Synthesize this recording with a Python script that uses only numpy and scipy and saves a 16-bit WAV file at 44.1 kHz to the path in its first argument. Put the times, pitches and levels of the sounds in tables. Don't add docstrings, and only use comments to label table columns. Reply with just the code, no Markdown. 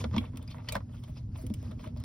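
import sys
import numpy as np
from scipy import signal
from scipy.fft import rfft, irfft, next_fast_len
from scipy.io import wavfile
from scipy.ndimage import uniform_filter1d, map_coordinates

SR = 44100
rng = np.random.default_rng(int(sys.argv[2]) if len(sys.argv) > 2 else 0)


def amplitude_ratio(level_db):
    exponent = np.asarray(level_db, float) / 20
    return 10 ** exponent


def master(y):
    cut = np.clip(np.atleast_2d(y).T, -1, 1)
    pcm = np.round(cut * 32767)
    wavfile.write(sys.argv[1], SR, pcm.astype(np.int16))


N = 90052


def unit(x):
    return x / np.sqrt(np.mean(x ** 2) + 1e-20)


def along(points, hz):
    f, v = np.transpose(points)
    return np.interp(np.log(hz + 1), np.log(f + 1), v)


def curve(rows):
    return np.interp(np.arange(N) / SR, *np.transpose(rows))


def wobble(rate):
    knots = rng.standard_normal(int(N * rate / SR) + 4)
    return map_coordinates(knots, [np.arange(N) * rate / SR])


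def filtered(x, response):
    m = next_fast_len(N + 8192)
    return irfft(rfft(x, m) * response(np.fft.rfftfreq(m, 1 / SR)), m)[..., :N]


def patchy(x, depth_db):
    z = signal.stft(x, nperseg=256)[2]
    field = uniform_filter1d(rng.standard_normal(z.shape), size=4, axis=0)
    field = uniform_filter1d(field, size=6, axis=1)
    gain = amplitude_ratio(depth_db * unit(field) - depth_db ** 2 / 9)
    return signal.istft(z * gain, nperseg=256)[1][:N]


# (frequency [Hz], density [dB per Hz])
RUMBLE = [(20, -45), (40, -6), (75, -4), (114, 3), (190, -10), (250, -6), (340, -22.5), (1500, -45.5)]
# (frequency [Hz], width [Hz], level [dB])
CABIN_MODES = [(67.7, 17, 10), (95, 25, 3), (235.4, 8.9, 5)]
# (time [s], level [dB])
HUM_LEVEL = [
    (0, -38),
    (.4, -42.5),
    (1.2, -43.5),
    (1.55, -40),
    (1.8, -41),
    (2.04, -41),
]


def hum():
    def shape(f):
        boom = sum(amplitude_ratio(db) / (1 + ((f - c) / w) ** 2) for c, w, db in CABIN_MODES)
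        rumble = amplitude_ratio(along(RUMBLE, f)) / (1 + (f / RUMBLE[-1][0]) ** 4)
        return rumble * (1 + 0.52 * boom)

    rumble = unit(filtered(rng.standard_normal(N), shape))
    return amplitude_ratio(curve(HUM_LEVEL) + 2.5 + 0.35 * wobble(4.0)) * rumble


# (frequency [Hz], density [dB per Hz])
CLOTH = [(300, 18), (700, 0), (1500, 0.5), (3600, -2.5), (5000, 0.5), (9500, -9), (15500, -17.5),
         (16200, -36)]
# (time [s], level [dB])
SLEEVE_LEVEL = [(0, -50.5), (.08, -68), (.26, -71.5), (.32, -74.5), (.5, -71), (.6, -74.5), (.66, -68.5),
                (.78, -71.5), (.85, -77.5), (.95, -73), (1.17, -70.5), (1.28, -80), (1.4, -64.5),
                (1.5, -73), (1.66, -65), (1.76, -74.5), (1.85, -66.5), (1.93, -77)]


def sleeve():
    hiss = unit(filtered(rng.standard_normal(N), lambda f: amplitude_ratio(along(CLOTH, f)) * (f > 250)))
    return amplitude_ratio(curve(SLEEVE_LEVEL) + 4.5 + 1.06 * wobble(27.32)) * patchy(hiss, depth_db=2.5)


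def body(modes):
    def raw(f):
        total = 0
        for k, (center, width, db) in enumerate(modes):
            damping = 1j * f * width
            total = total + (-1) ** k * amplitude_ratio(db) * damping / (center * center - f * f + damping)
        return total

    return lambda f: raw(f) / np.sqrt(np.mean(abs(raw(f)) ** 2)) / (1 + 1j * f / 6840) ** 2


# (frequency [Hz], width [Hz], level [dB])
PANEL_MODES = [(476, 48, -2), (626, 45.3, 3), (758, 313, -5), (955, 303, -0.5), (1277, 326, -1),
               (1415, 294, -3.5), (1963, 380, -14.5)]
# (frequency [Hz], width [Hz], level [dB])
SHELL_MODES = [(2238, 230, 1), (2703, 280, 0.5), (3044, 152, 3), (3460, 334, 2.5)]
# (frequency [Hz], width [Hz], level [dB])
LATCH_MODES = [(4150, 227, 2.5), (4750, 990, 1.5), (5320, 1300, 1.5)]
# (frequency [Hz], density [dB per Hz])
PIN_SHEEN = [(5200, -16.5), (6500, 3.5), (8900, 5), (10500, 0.5), (12200, 2), (15600, -1.5), (16500, -10.5)]


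def parts(env, kick=0):
    def sheen(f):
        return unit(amplitude_ratio(along(PIN_SHEEN, f)) * (f > PIN_SHEEN[0][0]))

    push = env * rng.standard_normal((4, N)) + kick
    responses = body(PANEL_MODES), body(SHELL_MODES), body(LATCH_MODES), sheen
    return sum(filtered(x, response) for x, response in zip(push, responses))


# (time [s], length [s], level [dB], dull part [dB], bright part [dB])
STROKES = [(0, 0.022, -48, -2, -4), (0.123, .07, -58, 8, -3), (0.197, 0.095, -62.5, 5.5, -13),
           (0.326, 0.14, -69, 4.5, -24), (0.472, 0.08, -59, -0.5, -2.5), (0.553, 0.08, -70, 10.5, -10),
           (0.675, 0.11, -55, 3.5, -9), (0.902, 0.095, -69, 4, -7), (1.021, 0.1, -68, 5, -1.5),
           (1.158, 0.034, -60.5, 3, 4.5), (1.346, 0.023, -56, 5.5, -9), (1.367, 0.12, -76, 11, -2),
           (1.625, 0.13, -75, 10, -2), (1.776, 0.065, -69.5, 4.5, 3), (1.824, 0.068, -59.5, 3, -11.5),
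           (1.954, 0.1, -75.5, 7.5, 6)]
# (time [s], length [s], level [dB])
BRUSHES = [
    (1.375, 0.052, -63.5),
    (0.92, .1, -77),
    (1.82, 0.04, -71.5),
    (1.075, .02, -67.5),
    (.2, 0.049, -74),
    (.5, 0.075, -73),
]


def scuffs():
    t = np.arange(N) / SR
    edge = 0.027
    env = np.zeros((4, N))
    for s, length, db, dull_db, bright_db in STROKES:
        rise, fall = 2 * (t - s) + edge, s + length - t + edge
        part_db = np.array([[dull_db], [0], [bright_db], [bright_db - 20]])
        env += amplitude_ratio(db + part_db) * np.clip(np.minimum(rise, fall) / edge / 2, 0, 1) ** 2
    for s, length, db in BRUSHES:
        env[3] += amplitude_ratio(db) * np.clip(np.minimum(t - s, s + length - t) / edge + 1, 0, 1) ** 2
    slips_per_s, slip_size = 330, 1.4
    caught = rng.random(N) < slips_per_s / SR
    slips = slip_size * caught * rng.exponential(size=(4, N))
    grain_db = 2.5 * np.array([wobble(200) for _ in env]) + 2.94 * wobble(60.78)
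    return patchy(parts(env * amplitude_ratio(grain_db), env * slips), depth_db=3.0)


# (time [s], peak level [dB],
# panel over shell [dB], latch over shell [dB], pins over shell [dB])
PLUG_SNAPS = [(.0408, -38, 6, 4, -40), (.1635, -35.5, 1.5, 3.5, -20), (.1805, -27, -18, -8, -14),
              (.372, -44.5, -7.5, 2, 3.5), (.477, -55.5, -2.5, 7.5, 1), (.544, -58, 13, -11, -25),
              (.583, -52.5, 5, -8, -14), (.6868, -34.5, -12, 3.5, -6), (.6898, -39.5, -5.5, 5, -1.5),
              (.7228, -41, -6, 3, 12.5), (.745, -43, 2, 0, -21.5), (.7528, -33, -0.5, -2, -5),
              (.7645, -41.5, 6.5, 0.5, -3), (1.0375, -52, -10, 2.5, 1.5), (1.358, -50, -4, -2.5, -29),
              (1.466, -48.5, -9, -1, 7.5), (1.5394, -45, -11.5, -3.5, 7), (1.794, -50.5, 0.5, -13, -12),
              (1.842, -50, -5, -4, -3), (1.972, -63, -6, 14.5, 8), (2.0385, -42, -4.5, 1, -2)]
# (time [s], peak level [dB], panel over shell [dB], pins over shell [dB])
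FAINT_TICKS = [(0.1117, -49, 4.5, -33), (0.142, -37.5, -17, -40), (0.3341, -68, 18.5, -38.5),
               (0.3584, -46.5, -4, -11), (0.4267, -48, -11, 1), (0.5149, -63, -4, -20),
               (0.645, -53.5, 5, -11), (0.6567, -54, -11, -16), (0.8043, -50.5, 7.5, -39),
               (0.8926, -59.5, 7, -28), (0.9667, -51, -10, -20), (1.078, -62.5, 11.5, -24.5),
               (1.4208, -61.5, 7, 13.5), (1.5, -46.5, -5, -4), (1.6272, -49.5, -4, -1),
               (1.7129, -47.5, -1, -4.5), (1.875, -49.5, -13, -3), (1.856, -51, -7, -6),
               (1.963, -50.5, 0.5, -30), (2.001, -50.5, -7, 3.5)]
FIRST_BLOW = [
    [11.7],
    [7.6],
    [8],
    [4.2],
]


def clicks():
    env, kick = np.zeros((4, N + SR)), np.zeros((4, N))
    t = np.arange(SR // 4) / SR
    t60 = 0.032 * np.array([[2.17], [1], [.9], [0.78]])
    rattle = amplitude_ratio(-60 * t / t60) * (1 - np.exp(-t / 0.00038))
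    ticks = [(s, db - 6.5, panel + 3, -1.5, pins + 3) for s, db, panel, pins in FAINT_TICKS]
    for s, db, panel_db, latch_db, pins_db in list(PLUG_SNAPS) + ticks:
        size = amplitude_ratio(db - 5 + np.array([[panel_db], [0], [latch_db], [pins_db]]))
        start = round(s * SR)
        env[:, start:][:, :len(t)] += size * rattle
        kick[:, start:][:, :1] += size * np.array(FIRST_BLOW)
    return parts(env[:, :N], kick)


# (time [s], frequency [Hz], peak level [dB], 60 dB decay [s])
CLEAR_MODES = [(.0412, 504, -28.5, 0.03), (0.0411, 1382, -37, 0.049), (0.0422, 3464, -33.5, 0.018),
               (.0412, 5200, -51, 0.018), (0.1648, 940, -32.5, 0.037), (.1637, 3530, -40, 0.028),
               (.1805, 1086, -33.5, 0.038), (.1805, 3317, -27, 0.017), (0.1815, 2420, -40, 0.047),
               (.478, 4900, -45, 0.032), (.486, 2400, -50.5, 0.035), (.499, 2270, -54, .02),
               (.512, 2320, -52.5, 0.034), (.516, 3520, -51, 0.022), (.52, 4400, -46, 0.027),
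               (0.5452, 960, -43, .025), (.583, 1080, -72, 0.026), (.583, 2150, -54, 0.018),
               (0.6865, 3054, -31.5, 0.022), (.6868, 1956, -32.5, 0.027), (0.6885, 4574, -30.5, 0.031),
               (0.6941, 3050, -36.5, 0.027), (.7228, 2384, -35.5, 0.043), (0.7248, 3880, -35, 0.021),
               (.7522, 665, -30.5, .05), (.7525, 800, -39.5, .04), (0.7531, 1003, -28.5, 0.033),
               (0.7553, 1561, -27.5, 0.029), (.758, 1800, -32.5, 0.029), (.76, 547, -35.5, 0.073),
               (0.761, 1002, -35, 0.037), (1.044, 1080, -52, 0.017), (1.043, 3140, -55, 0.035),
               (1.172, 5100, -47, .025), (1.36, 3350, -50, 0.016), (1.466, 3150, -54, 0.014),
               (1.503, 609, -45, 0.069), (1.44, 498, -48, 0.18), (1.39, 636, -52, 0.14),
               (1.5386, 3010, -47.5, 0.023), (1.5392, 5240, -45.5, 0.016), (1.629, 626, -54.5, 0.1),
               (1.841, 960, -47.5, 0.053), (1.964, 607, -49.5, 0.15)]


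def rings():
    out, t = np.zeros(N + SR), np.arange(SR // 8) / SR
    rise = 1 - np.exp(-t / 0.00027)
    for s, hz, db, t60 in CLEAR_MODES:
        out[round(s * SR):][:len(t)] += amplitude_ratio(db - 60 * t / t60) * rise * np.sin(2 * np.pi * hz * t)
    return out[:N]


# (time [s], peak level [dB], pitch [Hz])
PANEL_KNOCKS = [(0.05, -32.5, 223.4), (0.119, -43, 249), (0.14, -28.5, 197.5), (0.168, -23, 211.5),
                (0.182, -28.5, 237), (0.341, -38, 246.6), (0.757, -34, 197.5), (0.94, -47, 162),
                (1.096, -37.5, 151.2), (1.29, -36.5, 134), (1.347, -37.5, 129.5), (1.438, -35, 253),
                (1.503, -28, 212.4), (1.547, -36.5, 140.4), (1.689, -38.5, 208), (1.859, -38, 222)]


def thuds():
    out, t = np.zeros(N + SR), np.arange(SR // 4) / SR
    t60, rise_s = 0.086, 0.0038
    for s, db, hz in PANEL_KNOCKS:
        turn = 2 * np.pi * hz * t
        ring = np.sin(turn) + amplitude_ratio(-6.5) * np.sin(0.445 * turn) + amplitude_ratio(-12.5) * np.sin(1.316 * turn)
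        out[round(s * SR):][:len(t)] += amplitude_ratio(db + 8.5 - 60 * t / t60) * (1 - np.exp(-t / rise_s)) * ring
    return out[:N]


def cabin(x):
    t = np.arange(SR // 5) / SR
    t60 = .08
    tail = rng.standard_normal((2, len(t))) * amplitude_ratio(-60 * t / t60)
    return signal.fftconvolve(x[None], tail / np.linalg.norm(tail[0]), axes=1)[:, :N]


# (frequency [Hz], lead [rad])
PORT_LEAD = [(100, 0), (900, -.4), (3000, 1.2), (5700, 1.2), (7450, 3.14), (10500, 6.28), (13700, 9.42),
             (15400, 12.4)]
# (frequency [Hz], level [dB])
PORT_DIFFERENCE = [(40, -68), (300, -5), (700, -4), (1200, -8), (3000, -6), (5600, -9.5), (6600, -9.5)]


def scene():
    near = clicks() + scuffs() + rings()
    steady = thuds() + hum() + sleeve()
    apart = cabin(near + steady)[1]
    whole = near + steady + amplitude_ratio(-18) * cabin(near)[0]
    loose = filtered(apart, lambda f: amplitude_ratio(along(PORT_DIFFERENCE, f)))

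    def port_phase(f):
        lead = along(PORT_LEAD, f)
        lead = lead - .5 * np.sin(2 * lead)
        return np.exp(.5j * np.outer([1, -1], lead))

    return filtered(np.array([whole + loose, whole - loose]), port_phase)


def joint(x):
    both = np.array([x[0] + x[1], x[0] - x[1]]) / 2
    z = signal.stft(both, nperseg=2048, noverlap=1536)[2]
    power = (abs(z[:, :1024]) ** 2).reshape(2, 64, 16, -1).mean(2)
    power = uniform_filter1d(power, size=3, axis=2)
    power = abs(uniform_filter1d(power, size=3, axis=1))
    weaker_db, quiet_db = -6.5, -92
    weak = (power < power[::-1] * amplitude_ratio(2 * weaker_db)) & (power < amplitude_ratio(2 * quiet_db))
    weak[:, :16] = False
    z[:, :1024] *= ~np.repeat(weak, 16, axis=1)
    mid, side = signal.istft(z, nperseg=2048, noverlap=1536)[1][:, :N]
    return np.array([mid + side, mid - side])


def band_limit(x):
    return signal.sosfilt(signal.butter(12, 16680, fs=SR, output="sos"), x)


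def record(dry):
    def treble_limit(hz):
        return (hz < 16600) * amplitude_ratio(-30 * np.clip((hz - 15850) / 300, 0, 1))

    mix = joint(filtered(dry, treble_limit))
    return band_limit(mix)


dry = scene()
out = record(dry)
master(out)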